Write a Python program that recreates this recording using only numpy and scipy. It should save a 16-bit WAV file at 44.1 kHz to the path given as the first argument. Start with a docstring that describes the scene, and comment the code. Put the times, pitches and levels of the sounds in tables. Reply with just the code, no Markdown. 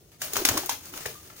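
"""Pigeons flapping in a walled yard

Pigeons squabble over bread on the lawn: a flurry of wing claps close by, then fainter fluttering.
Each clap is a crack, a pop of trapped air, a slap of hiss and a spray of feather clicks.
Between claps the feathers rustle and swish, and the wings whirr and push out soft thumps of air.
The yard returns a short bright wash of noise, over a low outdoor rumble."""
import sys
import numpy as np
from scipy import signal
from scipy.fft import rfft, irfft
from scipy.io import wavfile

SR = 44100
rng = np.random.default_rng(int(sys.argv[2]) if len(sys.argv) > 2 else 0)


def log_audio(samples):
    """Write samples as a 16-bit WAV file to the path given in sys.argv[1]."""
    # one column per channel
    frames = np.atleast_2d(samples).T
    # limit to full scale, then quantise
    limited = np.clip(frames, -1, 1)
    pcm = np.round(limited * 32767).astype(np.int16)
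    wavfile.write(sys.argv[1], SR, pcm)


N = 61740
T = np.arange(N) / SR   # time of each sample, in seconds
HZ = np.maximum(np.arange(N // 2 + 1) * SR / N, 1)   # frequency of each spectrum bin


def from_db(db):
    """Turn decibels into a gain."""
    return 10 ** (np.asarray(db) / 20)


def rms_one(x):
    """Scale a signal to unit power."""
    return x / np.sqrt(np.mean(x ** 2) + 1e-20)


def in_time(rows):
    """Join the rows of a curve over time by straight lines, one curve per column."""
    seconds, *columns = np.transpose(rows)
    return [np.interp(T, seconds, column) for column in columns]


def at_hz(points):
    """Read a curve over frequency at every bin, joining its points on a log frequency scale."""
    hz, value = np.transpose(points)
    return np.interp(np.log(HZ), np.log(hz), value)


def drift(hz):
    """Slow random wandering with unit spread: noise that fades out above the given frequency."""
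    spectrum = rfft(rng.standard_normal(N)) / (1 + (HZ / hz) ** 4)
    return rms_one(irfft(spectrum, N))


def hiss():
    """Three unrelated white noises."""
    return rng.standard_normal((3, N))


def clicks():
    """Three unrelated streams of tiny clicks: feather barbs and quills snapping past each other."""
    clicks_per_s, spread_db = 16000, 3.5
    extra_db = spread_db * np.minimum(rng.exponential(1, (3, N)), 4)
    sizes = from_db(extra_db) * rng.choice([-1, 1], (3, N))
    happens = rng.random((3, N)) < clicks_per_s / SR
    return sizes * happens


def stereo(streams, gain):
    """Colour three streams and mix them as shared, left and right sound, with unit power."""
    # how alike left and right are: f/Hz, likeness (0 to 1)
    likeness = [(60, 1), (250, 0.85), (600, 0.61), (1300, 0.23), (3000, 0.37), (12000, 0.068)]
    alike = np.clip(at_hz(likeness), 0, 1)
    spectra = rfft(streams) * gain
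    shared = np.sqrt(alike) * spectra[0]
    separate = np.sqrt(1 - alike) * spectra[1:]
    return rms_one(irfft(shared + separate, N))


def swell(age, peak_s):
    """A pulse shape that rises to 1 at peak_s, then dies away."""
    u = age / max(peak_s, 1e-5)
    return u * np.exp(1 - u)


def ambience():
    """Low outdoor rumble: coloured noise that slowly grows louder."""
    start_db, rise_db_per_s = -57, 2.0
    # colour of the outdoor noise: f/Hz, relative level/dB
    outdoor_colour = [(20, -27), (45, -8), (95, 1.5), (145, -1), (200, -10.5), (350, -8), (700, -17.5),
                      (1400, -46), (3000, -28), (8000, -27.5), (16000, -33)]
    return from_db(start_db + rise_db_per_s * T) * stereo(hiss(), from_db(at_hz(outdoor_colour)))


def yard(x):
    """Walls and porch scatter sound into a dense wash that builds up, holds briefly and dies."""
    build_s, hold_s = 0.005, 0.024
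    t60_s = 0.22   # time to die by 60 dB
    # colour of the wash: f/Hz, relative level/dB
    wash_colour = [(100, 6), (300, -5.5), (600, 2), (1000, -1), (1700, 0), (3000, 2), (7000, -1),
                   (16000, 1.5)]
    build = 1 - np.exp(-(T / build_s) ** 2)
    decay = from_db(-60 * np.maximum(T - hold_s, 0) / t60_s)
    shape = build * decay
    wash = stereo(hiss(), from_db(at_hz(wash_colour)))
    response = wash * shape / np.sqrt(np.sum(shape ** 2))
    return signal.fftconvolve(x, response, axes=1)[:, :N]


def puffs():
    """Downstrokes push air at the microphone: soft thumps of low noise with a bell-shaped swell."""
    # puffs of downwash: t/s, level/dB, half length/s
    puff_list = [(0.378, -48, 0.012), (0.511, -37.5, 0.015), (0.544, -45, 0.028), (0.815, -59.5, 0.065),
                 (0.933, -56, 0.017), (1.071, -45.5, 0.0044), (1.096, -53, .035), (1.202, -77, 0.011)]
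    # colour of the moving air: f/Hz, relative level/dB
    puff_colour = [(20, -12), (50, -5), (90, 9.5), (160, -6.5), (260, -2), (500, -15), (1500, -53)]
    push = np.zeros(N)
    for s, db, half_s in puff_list:
        push += from_db(db) * np.exp(-((T - s) / half_s) ** 2 / 2)
    return push * stereo(hiss(), from_db(at_hz(puff_colour)))


def whirr():
    """Eddies shed by the nearest wings: a rough, low, half-pitched tone that wavers at random."""
    width_hz = 50
    evenness = 0.52   # 0 leaves the loudness fully uneven, 1 makes it steady
    # whirr of air around the wings: t/s, level/dB, centre f/Hz
    whirr_curve = [(0, -69, 380), (.31, -89, 400), (.338, -52, 399.3), (.405, -37.5, 385.2),
                   (.424, -29, 352), (.438, -60, 336.3), (.452, -31, 301.4), (.475, -57, 278.7),
                   (.495, -42.5, 280.4), (.565, -31.5, 317.6), (.595, -42, 332.5), (.615, -52.5, 355.5),
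                   (.66, -46, 372), (.69, -88, 325.7), (.73, -50.5, 280.8), (.78, -65, 350.4),
                   (.915, -61, 335.5), (.94, -43, 311.4), (.97, -82, 377.5), (1.04, -55, 422.6),
                   (1.065, -54, 440), (1.10, -44, 450), (1.15, -97, 400), (1.24, -57, 348.2),
                   (1.4, -67, 346.4)]
    db, hz = in_time(whirr_curve)
    eddies = drift(width_hz) + 1j * drift(width_hz)
    eddies = eddies / np.abs(eddies) ** evenness
    carrier = np.exp(2j * np.pi * np.cumsum(hz) / SR)
    return from_db(db) * rms_one(np.real(eddies * carrier))


def rustle():
    """Feathers slide over each other in a stream of clicks; strong strokes add a duller swish of air."""
    flicker_db, flicker_hz = 1, 65
    swish_db, swish_at_rustle_db = -34.5, -32   # the swish level at this rustle level
    swish_growth = 2.07   # dB of swish per dB of rustle
    # loudness of the beating wings: t/s, level/dB
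    rustle_curve = [(0, -60.5), (.185, -60.5), (.213, -41), (.31, -39), (.35, -35), (.402, -32.5),
                    (.435, -36.5), (.512, -31), (.555, -33.5), (.605, -33.5), (.68, -41), (.80, -47.5),
                    (.865, -42), (.91, -46), (.96, -38), (1.04, -42.5), (1.13, -43.5), (1.18, -49.5),
                    (1.29, -48.5), (1.35, -52), (1.385, -44), (1.4, -44.5)]
    # colour of the sliding feathers: f/Hz, relative level/dB
    rustle_colour = [(100, -4), (300, 1), (700, -3), (1200, 3), (2200, 1), (4000, 2.5), (7000, 3.5),
                     (11000, 0), (16000, 2.5)]
    # colour of the air through the vanes: f/Hz, relative level/dB
    swish_colour = [(100, -3), (300, -0.5), (600, 4), (1200, -1.5), (2300, -8), (3500, -6), (7000, -10),
                    (16000, -53)]
    db, = in_time(rustle_curve)
    db = db + flicker_db * drift(flicker_hz)
    swish_gain = from_db(swish_db + swish_growth * (db - swish_at_rustle_db))
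    swish = swish_gain * stereo(hiss(), from_db(at_hz(swish_colour)))
    feathers = from_db(db) * stereo(clicks(), from_db(at_hz(rustle_colour)))
    return swish + feathers


def claps():
    """Wing tips meet: crack, pop of squeezed air, slap of the vanes and feather spray.

    Returns the direct sound and what goes to the yard."""
    crack_width_s, crack_delay_s = .00004, 0.000403   # the crack follows the first touch
    slap_low_hz, slap_high_hz = 430, 2800
    tail_db, tail_s = (-7, -11), 0.0051   # the feathers settle: level (left, right), swell time
    pop_roughness, pop_rough_hz = 0.19, 400   # the closing air pocket is not a steady cavity
    pop_send_db = -5   # the pop reaches the walls more weakly than the rest
    # wing claps: t/s, crack/dB, pop/dB, pop f/Hz, pop swell/ms, slap/dB,
    # feather spray/dB, spray swell/ms, spray low edge f/Hz, send to the yard/dB
    clap_list = [ (0.116, -100, -80, 1490, .5, -59.5, -56.5, 3, 1500, 4),
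                 (0.2172, -21.5, -30, 1585, 1.2, -42, -26, 1.47, 611, -1.5),
                 (.2190, -33, -39, 620, 2, -57, -36, 0.53, 1490, 7),
                 (0.3334, -18.5, -35, 407, 3.7, -52, -23, 0.99, 2490, -4),
                 (0.3558, -40, -30, 1350, 1.1, -29, -30, 2.5, 2000, -15.5),
                 (.3668, -27, -14.5, 1200, 0.41, -27.5, -17, 0.58, 1490, -4.5),
                 (.4510, 0, -11.5, 2070, 0.62, -27, -14, 1.96, 920, -5.5),
                 (0.4881, -0.5, -22, 1030, 0.89, -21, -16.5, 1.3, 600, -12.5),
                 (0.5712, -17, -24.5, 1108, 2.2, -35, -24, 1.3, 1500, -5.5),
                 (0.5753, -30, -32, 700, 2.3, -31, -23, 1.6, 1010, -10.5),
                 (.6340, -55, -31, 813, 1.98, -42, -52, 2.0, 2000, -3),
                 (0.6598, -24, -51, 1220, 0.85, -51, -23.5, 0.67, 8200, -11),
                 (.6928, -15.5, -19, 923, 1.52, -30, -23.5, 2.4, 1260, -0.5),
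                 (.8550, -45, -60, 1200, 1.3, -68, -38.5, 1.14, 2000, -2),
                 (0.9368, -50, -37, 1300, 1.7, -39.5, -60, 2, 200, -9),
                 (0.9755, -26, -37, 1240, .8, -36, -35, 0.85, 795, -5),
                 (1.007, -43, -43, 1258, 2.1, -46.5, -41.5, 1.1, 1000, 8),
                 (1.0564, -43, -23.5, 1820, 0.87, -32, -37.5, 1.5, 1200, -16),
                 (1.0598, -23, -32.5, 458, 2.26, -33, -26.5, 0.73, 5050, -0.5),
                 (1.153, -63, -45, 1194, 3.3, -69, -51.5, 2.5, 1983, 5.5),
                 (1.2480, -54, -66, 1190, 1.09, -61.5, -55, 2.3, 3040, 10),
                 (1.299, -50, -47.5, 1330, 3.8, -50, -55, 2.3, 1020, 0), ]
    # colour of the feather spray: f/Hz, relative level/dB
    spray_colour = [(200, -16), (600, -13), (1300, 0.5), (2500, -4.5), (4000, 0.5), (7000, 3.5),
                    (11000, 0.5), (16000, -2.5)]

    direct, sent = np.zeros((2, N)), np.zeros((2, N))
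    sprays = stereo(clicks(), from_db(at_hz(spray_colour)))
    slap_gain = 1 / np.sqrt((1 + (slap_low_hz / HZ) ** 2) * (1 + (HZ / slap_high_hz) ** 4))
    slaps = stereo(hiss(), slap_gain)
    wobble = pop_roughness * drift(pop_rough_hz)
    for s, crack_db, pop_db, pop_hz, pop_ms, slap_db, spray_db, spray_ms, edge_hz, send_db in clap_list:
        start = int(s * SR)
        span = slice(start, start + SR // 12)
        age = T[span] - T[span][0]
        u = (age - crack_delay_s) / crack_width_s
        crack = -u * np.exp((1 - u * u) / 2)   # one sharp swing up and down
        tone = np.sin(2 * np.pi * pop_hz * age + wobble[span])
        pop = from_db(pop_db) * swell(age, pop_ms / 1000) * tone
        spray = signal.lfilter(*signal.butter(2, edge_hz, "high", fs=SR), sprays[:, span])
        tail = from_db(tail_db)[:, None] * swell(age, tail_s)
        brush = swell(age, spray_ms / 1000) + tail
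        brushed = brush * (from_db(slap_db) * slaps[:, span] + from_db(spray_db) * spray)
        clap = from_db(crack_db) * crack + brushed
        direct[:, span] += clap + pop
        sent[:, span] += from_db(send_db) * (clap + from_db(pop_send_db) * pop)
    return direct, sent


def scene():
    """The birds, a little to the right, in the yard."""
    left_lag_s = .00012   # the sound arrives later on the left
    whirr_send_db = -6.5   # share of the whirr that goes to the yard
    direct, sent = claps()
    eddies = whirr()
    left, right = direct + rustle() + eddies
    late_left = np.pad(left, (int(left_lag_s * SR), 0))[:N]
    birds = np.array([late_left, right])
    wash = yard(sent + from_db(whirr_send_db) * eddies)
    return birds + wash + puffs() + ambience()


def port(x, resonances):
    """A microphone port resonates: a chain of peaks and dips in the spectrum."""
    for hz, db, q in resonances:
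        w, a = 2 * np.pi * hz / SR, from_db(db / 2)
        k, c = np.sin(w) / (2 * q), -2 * np.cos(w)
        x = signal.lfilter([1 + k * a, c, 1 - k * a], [1 + k / a, c, 1 - k / a], x)
    return x


def record(dry):
    """Each microphone port colours its side; the tallest peaks are rounded and the top is cut."""
    peak_limit, cutoff_hz = .72, 15850
    # resonances of the left port: f/Hz, peak or dip/dB, sharpness Q
    left_port = [(5620, 5.5, 3.6), (6680, 12.5, 7.3), (8010, -15.5, 2), (11700, 2.5, 5.8),
                 (15000, 7.5, 9.8), (15300, 6.5, 12)]
    # resonances of the right port: f/Hz, peak or dip/dB, sharpness Q
    right_port = [(4000, -2, 0.91), (6420, -10, 3.18), (7880, 2.5, 2.6), (10700, 3, 1.13),
                  (14600, -15, 3.2)]
    coloured = np.array([port(dry[0], left_port), port(dry[1], right_port)])
    rounded = coloured / (1 + (coloured / peak_limit) ** 4) ** .25
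    top_cut = signal.ellip(10, .3, 80, cutoff_hz, fs=SR, output="sos")
    return signal.sosfilt(top_cut, rounded)


dry = scene()
out = record(dry)
log_audio(out)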